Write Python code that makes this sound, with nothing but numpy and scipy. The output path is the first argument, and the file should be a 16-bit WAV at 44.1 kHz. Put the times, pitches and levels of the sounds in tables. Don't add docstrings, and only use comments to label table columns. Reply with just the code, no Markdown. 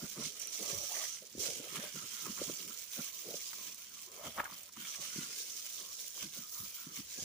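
import sys
import numpy as np
from scipy import signal
from scipy.fft import rfft, irfft, next_fast_len
from scipy.io import wavfile
from scipy.ndimage import uniform_filter1d, map_coordinates

SR = 44100
rng = np.random.default_rng(int(sys.argv[2]) if len(sys.argv) > 2 else 0)


def materialize(psi):
    bounded = np.clip(np.atleast_2d(psi).T, -1, 1)
    quanta = np.round(bounded * 32767).astype(np.int16)
    wavfile.write(sys.argv[1], SR, quanta)


N = 319276
TIME = np.arange(N) / SR
TOP_HZ = 15500

# time in seconds, left minus right of the crinkle in dB,
# left minus right of the finest crackle in dB.
FOIL_PLACE = [(0.0, -8, -14), (0.9, -8, -10), (2.7, -8, -9), (3.2, -7, -9), (3.4, -6.5, -3),
              (4.45, -6, -3.5), (5.05, -7, -8), (5.26, -5, -1), (6.1, -7, 1), (6.6, -7, -2),
              (7.24, -4.5, 2.5)]
# start in seconds, relative level in dB, pitch in Hz,
# ring time (60 dB decay) in seconds.
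BLOWS = [(0.175, -34.5, 167, 0.3), (0.617, -34, 420, 0.12), (0.725, -37.5, 136, 0.036),
         (1.22, -41.5, 497, 0.17), (1.349, -32.5, 316, 0.02), (1.377, -30, 291, 0.013),
         (1.491, -35, 418, 0.2), (1.598, -33, 308.2, 0.023), (1.767, -37.5, 175, 0.095),
         (1.837, -31.5, 580, 0.024), (1.955, -35.5, 336, 0.038), (1.963, -38, 200.7, 0.12),
         (2.266, -35, 380, 0.053), (2.414, -21.5, 487, 0.038), (2.495, -25, 372, 0.045),
         (2.046, -43, 328, .04), (2.412, -41, 159, 0.055), (2.979, -40, 401, 0.021),
         (2.988, -29.5, 183, 0.084), (3.286, -37, 479.7, 0.027), (3.305, -36.5, 460, 0.027),
         (3.34, -26, 498, 0.016), (4.385, -37, 329, 0.023), (4.391, -50, 75, 0.078),
         (4.775, -38, 220.8, 0.25), (5.158, -31, 239.7, 0.024), (5.18, -25.5, 217, 0.1),
         (6.236, -37.5, 229, 0.051), (6.601, -45, 161.3, .05), (6.629, -42, 228, .08),
         (6.866, -34.5, 215.7, 0.079), (7.184, -35, 298.6, 0.011), (7.22, -42, 169.3, 0.039)]
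# frequency in Hz, relative level in dB.
TOUCH_COLOUR = [(200, -16), (700, -17), (1000, 3.5), (1250, 6.5), (1550, -9), (2200, 0), (5000, -51)]
# frequency in Hz, relative level in dB.
TICK_COLOUR = [(1000, -29), (3000, -21), (6000, -1), (9000, 1), (12000, -5), (13800, -14), (15200, 3.5)]


def amp(db):
    return 10 ** (np.asarray(db) / 20)


def unit(x):
    return x / np.sqrt(np.mean(x ** 2) + 1e-20)


def along(points, hz):
    f, v = np.transpose(points)
    return np.interp(np.log(hz + 1), np.log(f), v)


def curves(rows):
    s, *cols = np.transpose(rows)
    return [np.interp(TIME, s, c) for c in cols]


def wobble(rate):
    knots = rng.standard_normal(8192)
    return map_coordinates(knots, [TIME * rate], mode="wrap")


def gesture(start, end, attack, release):
    rising = (start - TIME) / attack
    falling = (TIME - end) / release
    return np.exp(-np.clip(np.maximum(rising, falling), 0, 20))


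def filtered(x, response):
    m = next_fast_len(N + SR // 2)
    return irfft(rfft(x, m) * response(np.fft.rfftfreq(m, 1 / SR)), m)[..., :N]


def ring(x, spectrum, size=2048):
    cep = irfft(np.log(amp(along(spectrum, np.fft.rfftfreq(size, 1 / SR)))))
    cep[1:size // 2] *= 2
    cep[size // 2 + 1:] = 0
    answer = irfft(np.exp(rfft(cep)))
    return signal.fftconvolve(x, answer[None] / np.linalg.norm(answer), axes=1)[:, :N]


def pair(side_db):
    mid, side = rng.standard_normal((2, N))
    return unit(np.array([mid + amp(side_db) * side, mid - amp(side_db) * side]))


def panned(db):
    g = np.array([amp(db / 2), amp(-db / 2)])
    return g / np.sqrt(np.mean(g ** 2, axis=0))


def add(track, s, sound):
    start = max(round(s * SR), 0)
    track[:, start:start + sound.shape[-1]] += sound[..., :N - start]


def bursts(rate, spread_db, life):
    size = amp(spread_db * np.minimum(rng.standard_normal(N), 2))
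    starts = rng.random(N) < rate / SR
    power = signal.lfilter([1], [1, -np.exp(-1 / (life * SR))], starts * size ** 2)
    return power / power.mean()


def patchy(x, depth_db, size=1024):
    z = signal.stft(x, nperseg=size, noverlap=size * 3 // 4)[2]
    field = uniform_filter1d(rng.standard_normal(z.shape[1:]), size=5, axis=0)
    field = uniform_filter1d(field, size=7, axis=1)
    coloured = z * amp(depth_db * unit(field))
    return unit(signal.istft(coloured, nperseg=size, noverlap=size * 3 // 4)[1][:, :N])


def singing(centre_hz, width_hz, side_db):
    slow = filtered(pair(side_db), lambda hz: 1 / (1 + (hz / width_hz) ** 2))
    analytic = signal.hilbert(slow, next_fast_len(N))[:, :N]
    carrier = np.exp(2j * np.pi * np.cumsum(centre_hz - width_hz / 2) / SR)
    return unit(np.real(analytic * carrier))


def hollow(x):
    # frequency in Hz, width in Hz, relative level in dB.
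    tube_modes = [(153, 33, -2), (212, 32, -4), (590, 65, -2.5), (1290, 97, -18), (1650, 63, -1.5)]

    def modes(f):
        return sum(amp(db) * 1j * f * width / (hz * hz - f * f + 1j * f * width)
                   for hz, width, db in tube_modes)

    return filtered(x, lambda f: 0.62 + 0.51 * modes(f))


def travelling(x):
    # time in seconds, lead of the left ear in ms.
    lead_rows = [(0, 0.2), (.9, 0.27), (1.7, 0.28), (3.2, -0.0095), (4.7, -0.25), (5.4, -0.26),
                 (7.2, -0.28)]
    lead_ms, = curves(lead_rows)
    shift = lead_ms / 1000 / 2
    return np.array([np.interp(TIME + shift, TIME, x[0]), np.interp(TIME - shift, TIME, x[1])])


def open_air():
    # frequency in Hz, relative level in dB.
    air_colour = [(20, -40), (80, -15), (200, -1.5), (700, -11.5), (1300, -7.5), (4000, -5.5), (15000, -15)]
    return amp(-65.0) * unit(ring(pair(-11.0), air_colour))


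def snagging():
    # time it comes free in seconds, length in seconds, level change in dB.
    snag_rows = [(.396, .012, -5), (.471, .012, -6), (1.392, .02, -5), (1.64, .02, -3), (2.674, .015, -3),
                 (3.125, .02, -4), (3.77, .018, -4), (4.113, .02, -4), (4.36, .015, -3), (4.439, .016, -6),
                 (4.629, .01, -4), (4.722, .02, -7), (5.005, .025, -5), (5.563, .005, -2),
                 (6.52, .02, -1.5), (6.719, .012, -2)]
    return sum(db * gesture(s - length, s, attack=.008, release=.002) for s, length, db in snag_rows)


def flexing():
    # start and end in seconds, then relative levels
    # in dB of the crinkle, the papery rustle and the finest crackle.
    pull_rows = [(0.0, 0.142, -49.5, -58.5, -56.5), (0.21, 0.272, -46, -53.5, -59),
                 (0.376, 0.473, -48.5, -53.5, -59), (0.533, 0.6, -45, -55, -54),
                 (0.634, 1.037, -45.5, -53.5, -51), (1.007, 1.145, -47.5, -54.5, -68),
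                 (1.404, 1.46, -40, -61, -52), (1.483, 1.566, -46.5, -53, -62),
                 (1.634, 1.883, -51, -51, -58), (1.953, 2.14, -49.5, -55.5, -58),
                 (2.151, 2.618, -47.5, -54.5, -52.5), (2.675, 2.828, -51.5, -57.5, -53.5),
                 (2.85, 2.897, -59, -63, -61.5), (2.934, 3.093, -48.5, -54, -50),
                 (3.149, 3.698, -50, -57, -53.5), (3.787, 3.838, -58, -59.5, -58.5),
                 (3.946, 4.036, -54.5, -61, -60), (4.122, 4.183, -60, -61, -59.5),
                 (4.242, 4.266, -52, -59, -57), (4.361, 4.414, -56, -52, -53),
                 (4.512, 4.613, -59.5, -57.5, -55.5), (4.806, 4.848, -52, -50, -56),
                 (4.885, 5.312, -47, -53.5, -56), (5.357, 5.849, -48, -58, -54.5),
                 (5.924, 6.08, -48, -62, -53.5), (6.16, 6.243, -48.5, -64, -53.5),
                 (6.34, 6.377, -48.5, -56, -53), (6.418, 6.496, -55.5, -73, -56.5),
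                 (6.517, 6.62, -50.5, -69, -48.5), (6.651, 6.824, -52, -58, -52.5),
                 (6.947, 6.995, -50.5, -62, -53.5), (7.111, 7.235, -49, -58.5, -55.5)]
    # peak time in seconds, relative levels
    # in dB of the crinkle and the papery rustle.
    bend_rows = [(0.26, -41.5, -59), (0.701, -42.5, -45.5), (0.98, -43, -55), (1.46, -46, -45.5),
                 (1.765, -48, -46.5), (1.85, -64.5, -50), (2.18, -54, -51), (2.439, -43, -52.5),
                 (2.799, -49, -67), (3.068, -48.5, -50.5), (3.37, -44, -70), (3.469, -44.5, -64),
                 (3.67, -62, -53), (4.27, -64.5, -51), (4.899, -58, -58.5), (5.06, -45.5, -47.5),
                 (5.24, -45.5, -55.5), (5.41, -46.5, -62), (6.227, -48.5, -48.5), (6.98, -53.5, -50.5),
                 (7.23, -42.5, -54)]
    # relative levels in dB of the crinkle, the rustle and the finest crackle.
    resting_db = [-58, -70, -63.5]
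    bend_fine_db = -18
    power = amp(resting_db)[:, None] ** 2 * np.ones(N)
    for start, end, crinkle_db, rustle_db, fine_db in pull_rows:
        pull = gesture(start, end, attack=0.0288, release=0.0537)
        power += np.outer(amp([crinkle_db, rustle_db, fine_db]), pull) ** 2
    for s, crinkle_db, rustle_db in bend_rows:
        bend = gesture(s, s, attack=0.041, release=0.029)
        power += np.outer(amp([crinkle_db, rustle_db, crinkle_db + bend_fine_db]), bend) ** 2
    unevenness_db = 0.61 * wobble(45)
    return 10 * np.log10(power) + snagging() + unevenness_db


def buckles(pops, avalanches, bed, patchy_db):
    grains = (pops + abs(bed)) / (1 + abs(bed))
    envelope = np.sqrt(grains * (avalanches + 2))
    return unit(envelope * patchy(pair(0), patchy_db))


def dimples(count=2400):
    centre_hz, pitch_spread = 4900, .27
    decay_cycles, size_spread_db = 3.5, 4.5
    track, t = np.zeros((2, N)), np.arange(SR // 80) / SR
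    for s, (pitch, size, side) in zip(rng.random(count) * N / SR, rng.standard_normal((count, 3))):
        hz = min(centre_hz * np.exp(pitch_spread * pitch), TOP_HZ)
        phase = rng.uniform(0, 2 * np.pi, (2, 1))
        pop = np.sin(2 * np.pi * hz * t + phase) * np.exp(-t * hz / decay_cycles)
        add(track, s, amp(size_spread_db * min(size, 2)) * panned(2 * side)[:, None] * pop)
    return unit(track)


def ticks(crinkle_db):
    clicks = np.sqrt(bursts(rate=45, spread_db=3, life=.0007)) * pair(0)
    return amp(.5 * crinkle_db - 37) * unit(ring(clicks, TICK_COLOUR))


def foil(crinkle_db, rustle_db, fine_db):
    # frequency in Hz, relative level in dB.
    skin_colour, fine_colour, sheet_colour = [(1500, -40), (2800, -14), (3700, -9), (5100, -4), (5950, 1),
                                              (6500, -2.5), (7200, -3.5), (7900, -10.5), (10000, -12.5),
                                              (12000, -19), (14000, -29), (16000, -34)], [(6500, -32), (9000, -14), (11000, -11),
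                                                            (12500, -11.5), (13900, -12), (14500, -3),
                                                            (15100, 2), (15500, 1.5), (16000, -12)], [(400, -32.5), (800, -22),
                                                                             (1050, -12), (1270, -18),
                                                                             (1550, -10.5), (1850, -8),
                                                                             (2200, -1.5), (2700, -1.5),
                                                                             (3200, 2), (3900, -9.5),
                                                                             (5500, -14.5)]
    # frequency in Hz, left minus right in dB.
    ear_shade = [(1000, 5), (1280, 5), (1600, 14), (2200, 5.5), (2700, 9), (4000, 3), (5500, 3),
                 (7000, -3.5), (8800, -8.5), (11000, -3), (13500, 1), (15300, 3)]
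    crowd_db = -50
    dimple_db = -9
    place_db, fine_place_db = curves(FOIL_PLACE)
    pops = bursts(rate=1200, spread_db=4.5, life=.0003)
    avalanches = bursts(rate=240, spread_db=3.5, life=.005)
    creases = bursts(rate=750, spread_db=4, life=.0009)
    pinpricks = bursts(rate=1200, spread_db=4, life=.0006)
    crowd = amp(crinkle_db - crowd_db)
    skin = unit(ring(buckles(pops, avalanches, bed=crowd, patchy_db=2.2), skin_colour))
    fine = unit(ring(buckles(pinpricks, avalanches, bed=0.46 * crowd, patchy_db=2.0), fine_colour))
    folds = buckles(creases, avalanches, bed=.7, patchy_db=2.4)
    folds = folds + 0.055 * folds[::-1]
    rustle = amp(rustle_db + 3.5) * unit(hollow(ring(folds, sheet_colour)))
    crinkle = amp(crinkle_db + 1.5) * (skin + amp(dimple_db) * dimples()) + ticks(crinkle_db)
    placed = (crinkle + rustle) * panned(place_db)
    shaded = filtered(placed, lambda hz: panned(along(ear_shade, hz)))
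    return shaded + amp(fine_db + 3.5) * fine * panned(fine_place_db)


def dragging(crinkle_db):
    # start and end in seconds, relative level in dB,
    # pitch at the start in Hz, pitch at the end in Hz.
    drag_rows = [(0.0, 0.042, -55, 674, 526), (0.176, 0.215, -47.5, 364.3, 398.4),
                 (0.288, 0.562, -61, 416.3, 480), (0.598, 0.831, -49, 438, 582),
                 (0.912, 0.945, -47.5, 738, 725), (0.954, 1.04, -49, 623, 667.4),
                 (1.391, 1.51, -48, 381.3, 494), (1.563, 1.679, -54.5, 461, 509),
                 (1.738, 1.863, -52.5, 418.7, 627), (1.962, 2.047, -63.5, 334, 393),
                 (2.196, 2.331, -65.5, 428, 360), (2.395, 2.505, -55.5, 527, 340),
                 (2.595, 2.705, -57, 340.3, 342), (2.99, 3.003, -48.5, 478, 453),
                 (3.258, 3.348, -51.5, 437, 513), (3.574, 3.686, -64.5, 446, 433),
                 (4.08, 4.163, -57.5, 369.6, 397.6), (4.175, 4.201, -52.5, 553, 571),
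                 (4.24, 4.278, -48.5, 640, 648), (4.38, 4.404, -45.5, 659, 648),
                 (4.435, 4.468, -54.5, 782, 780), (4.5, 4.678, -68, 647, 580),
                 (4.986, 5.056, -60, 610, 544), (5.185, 5.568, -64.5, 324, 392.5),
                 (5.794, 5.855, -62, 410.7, 432), (6.173, 6.252, -58.5, 500, 500),
                 (6.365, 6.388, -61.5, 541, 520), (6.885, 7.0, -63, 310, 277.6),
                 (7.182, 7.244, -56.5, 512, 487)]
    creep_db, creep_hz = -21.5, 486
    power = amp(crinkle_db + creep_db) ** 2
    pitch = power * creep_hz
    for start, end, db, from_hz, to_hz in drag_rows:
        drag = (amp(db) * gesture(start, end, attack=0.016, release=0.022)) ** 2
        power = power + drag
        pitch = pitch + drag * np.interp(TIME, [start, end], [from_hz, to_hz])
    return 10 * np.log10(power), pitch / power


def sliding(crinkle_db):
    sharpness, spread = 1.81, 0.32
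    slide_db, centre_hz = dragging(crinkle_db)
    sound, weights = np.zeros((2, N)), np.zeros(N)
    for band_hz in np.geomspace(280, 900, num=8):
        def resonance(hz):
            return 1 / (1 + (sharpness * (hz / band_hz - band_hz / (hz + 1))) ** 2)

        band = unit(filtered(pair(-14), resonance))
        weight = np.exp(-(np.log(centre_hz / band_hz) / spread) ** 2)
        sound += weight * band
        weights += weight ** 2
    note = singing(centre_hz, width_hz=70, side_db=-14)
    hush = patchy(sound / np.sqrt(weights + 1e-9), depth_db=3.0)
    mix = unit(hush + .55 * note)
    catches = unit(np.sqrt(bursts(rate=190, spread_db=3, life=.004) + 1.6))
    return amp(slide_db - 0.7) * catches * mix


def rolling(crinkle_db):
    # peak time in seconds, relative rumble level in dB,
    # time constant of the swell and fade in seconds.
    turn_rows = [(0.045, -49, 0.017), (0.21, -51, 0.045), (0.74, -55.5, 0.051), (1.43, -71, 0.037),
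                 (1.6, -52, 0.02), (1.79, -46.5, 0.047), (1.985, -64, 0.028), (2.04, -51, 0.017),
                 (2.299, -54, 0.092), (2.509, -40, 0.012), (2.65, -59, 0.034), (3.31, -57, 0.03),
                 (3.61, -59, 0.029), (3.71, -58, 0.02), (3.95, -64, 0.029), (4.14, -70, .05),
                 (4.269, -52.5, 0.022), (4.39, -54, 0.018), (4.52, -61, 0.029), (5.003, -57, 0.011),
                 (5.06, -58, 0.024), (5.23, -52.5, 0.043), (5.82, -65.5, 0.015), (6.26, -51.5, 0.018),
                 (6.39, -52, 0.027), (6.65, -62.5, 0.015), (6.94, -65, 0.05), (6.999, -51, 0.013),
                 (7.24, -59, 0.014)]
    # frequency in Hz, relative level in dB.
    tube_colour = [(30, -27), (80, -13), (120, -4), (160, 2.5), (225, 2), (290, 0), (380, -4), (500, -42),
                   (1000, -35)]
    shake_db = -22.5
    turns = sum((amp(db) * gesture(s, s, swell, swell)) ** 2 for s, db, swell in turn_rows)
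    shakes = sum((amp(db + shake_db) * gesture(s, s, attack=0.013, release=0.011)) ** 2
                 for s, db, _, _ in BLOWS)
    level = np.sqrt(turns + shakes + amp(crinkle_db - 45.0) ** 2)
    unevenness = amp(-1.5 + 5.8 * wobble(37))
    return level * unevenness * unit(ring(pair(-15.5), tube_colour))


def palm(rustle_db):
    # start in seconds, end in seconds, relative level in dB.
    rub_rows = [(0.01, 0.065, -54), (0.645, 0.79, -56), (0.951, 1.034, -53), (1.686, 1.734, -57.5),
                (1.957, 2.071, -53), (2.129, 2.336, -57), (2.376, 2.429, -53), (2.69, 2.721, -54),
                (2.985, 3.009, -49.5), (3.584, 3.68, -60.5), (3.916, 3.985, -63), (4.08, 4.198, -63),
                (4.805, 5.082, -58.5), (5.13, 5.273, -53), (5.787, 5.923, -60.5), (6.337, 6.466, -61),
                (6.529, 6.665, -58), (6.767, 6.913, -61), (6.973, 6.986, -55), (7.12, 7.24, -81)]
    palm_db = -8
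    grip_hz, grip_drift_db = 1259, 1.13
    grip_db = 3
    rubs = sum((amp(db) * gesture(start, end, attack=0.012, release=0.0062)) ** 2
               for start, end, db in rub_rows)
    catches = np.sqrt(bursts(rate=180, spread_db=2.5, life=0.017) + 0.1)
    breadth = unit(ring(pair(-2.3), TOUCH_COLOUR))
    resonance = singing(grip_hz * amp(grip_drift_db * wobble(7)), width_hz=130, side_db=0.5)
    level = np.sqrt(rubs + amp(rustle_db + palm_db) ** 2)
    return level * unit(catches * (breadth + amp(grip_db) * resonance))


def snaps():
    # start in seconds, relative level in dB, left minus right in dB.
    snap_rows = [(0.0615, -34, -9), (0.0977, -32, -14), (0.176, -33, -13), (0.3245, -36, -10),
                 (0.377, -33, -11), (0.398, -23.5, -12), (0.4155, -30, -11), (0.4727, -22.5, -7),
                 (0.5038, -32, -11), (0.5926, -30, -10), (0.7805, -29, -14), (0.9212, -24, -7),
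                 (1.1225, -32, -9), (1.166, -34, -9), (1.229, -39, -9), (1.273, -38, -9), (1.299, -41, -9),
                 (1.3843, -33, -11), (1.3978, -29, -11), (1.7594, -27, -7), (2.387, -31, -11),
                 (2.6779, -28, -11), (2.729, -31, -8), (2.7939, -31, -5), (2.9275, -31, -8),
                 (3.0185, -31, -7), (3.531, -31, -5), (3.746, -29, -4), (3.946, -37, -2), (4.0153, -34, -6),
                 (4.022, -33, -3), (4.117, -33, -5), (4.2028, -37, -6), (4.3665, -34, -2), (4.443, -32, -8),
                 (4.587, -35, -7), (4.596, -37, -7), (4.633, -30, -9), (4.7263, -35, -9), (5.1587, -29, -5),
                 (5.2036, -31, -8), (5.225, -31, -7), (5.5663, -29, -3), (5.6057, -30, -4),
                 (5.6925, -33, -3.5), (6.0806, -28, -2), (6.106, -32, -6), (6.5241, -32, -6),
                 (6.7231, -35, -3.5)]
    track, t = np.zeros((2, N)), np.arange(SR // 40) / SR
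    decay = np.exp(-t / .0013) + .08 * np.exp(-t / .005)
    for s, db, pan_db in snap_rows:
        tick = np.tanh(rng.standard_normal((2, len(t)))) * decay
        tick = ring(tick, TICK_COLOUR)
        tick = tick / np.abs(tick).max(axis=1, keepdims=True)
        add(track, s, amp(db) * panned(pan_db)[:, None] * tick)
    return track


def scrubs():
    # time of the strongest slip in seconds,
    # relative level in dB, time constants of the build-up and the fade in seconds.
    scrub_rows = [(0.173, -47.5, 0.0077, 0.007), (.22, -46.5, 0.021, 0.019), (1.759, -42, 0.0088, 0.024),
                  (1.845, -53, 0.0064, 0.016), (2.259, -42, 0.0039, 0.022), (2.377, -44.5, 0.0032, 0.021),
                  (2.49, -44.5, 0.0056, 0.0096), (3.531, -44, 0.0008, 0.0053), (4.255, -43, 0.022, 0.025),
                  (4.386, -38.5, 0.009, 0.013), (4.402, -28.5, 0.0073, 0.007), (4.437, -47, 0.0097, 0.0037),
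                  (4.454, -42, 0.0056, 0.013), (4.5, -52.5, 0.012, 0.04), (4.693, -51, 0.0028, 0.0038),
                  (4.77, -43, 0.0038, 0.0038), (6.179, -48, 0.0023, .005), (6.227, -48, 0.0067, 0.0082),
                  (6.575, -55, .02, .02)]
    # frequency in Hz, relative level in dB.
    finger_colour = [(100, -20), (300, 0), (650, -14), (900, -1), (1100, -1), (1300, 9), (1700, -13),
                     (2200, -8), (3200, -6), (4200, -23), (6000, -20), (12000, -48)]
    hard_push_db = -37
    push = np.zeros(N)
    for s, db, rise, fade in scrub_rows:
        push += amp(db) * np.exp(-np.maximum((s - TIME) / rise, (TIME - s) / fade))
    slip_hz = 420 * amp(3 * wobble(300))
    slips = np.diff(np.floor(np.cumsum(slip_hz) / SR), prepend=0)
    scatter = signal.lfilter([1], [1, -np.exp(-1 / (0.00042 * SR))], slips) * pair(-3.5)
    judder = .5 * unit(slips) + unit(scatter)
    hard = push / (push + amp(hard_push_db))
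    rasp = hard * unit(ring(judder, finger_colour))
    soft = (1 - hard) * unit(ring(judder, TOUCH_COLOUR))
    return push * (rasp + soft)


def bumps():
    ring_db = -12
    track, t = np.zeros((2, N)), np.arange(SR // 4) / SR
    hz = np.fft.rfftfreq(len(t), 1 / SR) + 1
    bending = np.exp(-1j * 1.024 * np.sqrt(hz))
    for s, db, pitch_hz, t60 in BLOWS:
        shape = np.exp(-(np.log(hz / pitch_hz) / 0.53) ** 2) / (1 + (hz / 670) ** 10)
        decay = amp(-60 * t / t60)
        flutter = 0.062 * rng.standard_normal(len(t)) * decay
        thud = irfft((1 + rfft(flutter)) * shape * bending, len(t))
        thud = thud / np.abs(thud).max()
        note = np.sin(2 * np.pi * pitch_hz * t) * decay * (1 - np.exp(-t * pitch_hz / 2))
        add(track, s, amp(db - 5.5) * (thud + amp(ring_db) * note) * (t < t[-1] / 2))
    return track


def sheen():
    # start and end in seconds, relative level in dB,
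    # pitch in Hz, width of each of two equal poles in Hz.
    sheen_rows = [(0.403, .58, -47.5, 5900, 200), (.66, 0.895, -47, 5850, 230),
                  (0.948, 1.15, -46, 6000, 260), (0.953, 1.053, -51.5, 1940, 260),
                  (1.765, 1.798, -53.5, 1790, 198), (2.93, 3.085, -52, 6020, 220),
                  (4.24, 4.305, -56, 3250, 150), (4.877, 4.97, -50, 6000, 350),
                  (5.04, 5.25, -53.5, 5950, 350), (6.16, 6.242, -58.5, 3250, 180.3)]
    place_db, _ = curves(FOIL_PLACE)
    track = np.zeros((2, N))
    grains = np.sqrt(bursts(rate=600, spread_db=3.5, life=.0008) + .2) * pair(0)
    for start, end, db, pitch_hz, width_hz in sheen_rows:
        pole = np.exp((2j * np.pi * pitch_hz - 2 * np.pi * width_hz) / SR)
        band = signal.lfilter([1], np.poly([pole, pole]), grains).real
        track += amp(db) * gesture(start, end, attack=0.011, release=0.019) * unit(band)
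    return track * panned(place_db)


def draught():
    # peak time in seconds, relative level in dB.
    puff_rows = [(0.76, -52.5), (1.39, -60.5), (1.55, -66), (2.41, -62), (4.28, -62), (4.39, -60.5),
                 (6.23, -73), (6.61, -56), (7.06, -63), (7.23, -60)]
    # frequency in Hz, relative level in dB.
    puff_colour = [(15, -48), (35, -40), (60, -13.5), (85, -4.5), (120, -13), (250, -32), (800, -83)]
    level = amp(-81.5) + sum(amp(db) * gesture(s, s, attack=0.018, release=0.033) for s, db in puff_rows)
    return level * unit(ring(pair(-9.0), puff_colour, size=8192))


def cracks():
    # start in seconds, peak level in dB, pitch in Hz.
    crack_rows = [(3.5305, -39, 1900), (4.3725, -39, 950), (4.378, -30, 1250), (4.3825, -33, 850),
                  (4.3872, -29, 1400), (4.3915, -33, 900), (4.3965, -26, 1550), (4.4002, -23.5, 1800),
                  (4.4045, -27, 1100), (4.415, -36, 1550), (4.431, -41, 1350), (4.4385, -35, 1050),
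                  (4.4505, -36, 1500), (4.4555, -30, 1450), (4.4645, -36, 1400), (4.477, -43, 1100),
                  (4.4995, -42, 1060), (4.524, -40, 1300)]
    # ratio to the pitch, relative level in dB.
    rib_modes = [(.58, -11), (1, 4.5), (1.3, -3.5)]
    t60, pitch_scatter = 0.015, 0.066
    track, t = np.zeros((2, N)), np.arange(SR // 30) / SR
    for s, db, pitch_hz in crack_rows:
        spread = 1 + pitch_scatter * rng.standard_normal((2, 1))
        pop = sum(amp(level - 60 * t / t60) * np.sin(2 * np.pi * ratio * pitch_hz * spread * t)
                  for ratio, level in rib_modes)
        pop = pop * (1 - np.exp(-t / .0004))
        add(track, s, amp(db) * pop / np.abs(pop).max())
    return track


def scene():
    crinkle_db, rustle_db, fine_db = flexing()
    air = open_air()
    moving_roll = travelling(sliding(crinkle_db) + rolling(crinkle_db) + bumps())
    body = hollow(moving_roll + scrubs() + cracks() + palm(rustle_db))
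    return foil(crinkle_db, rustle_db, fine_db) + sheen() + snaps() + body + draught() + air


def record(dry):
    return filtered(dry, lambda hz: 1 / np.sqrt(1 + (hz / TOP_HZ) ** 900))


dry = scene()
out = record(dry)
materialize(out)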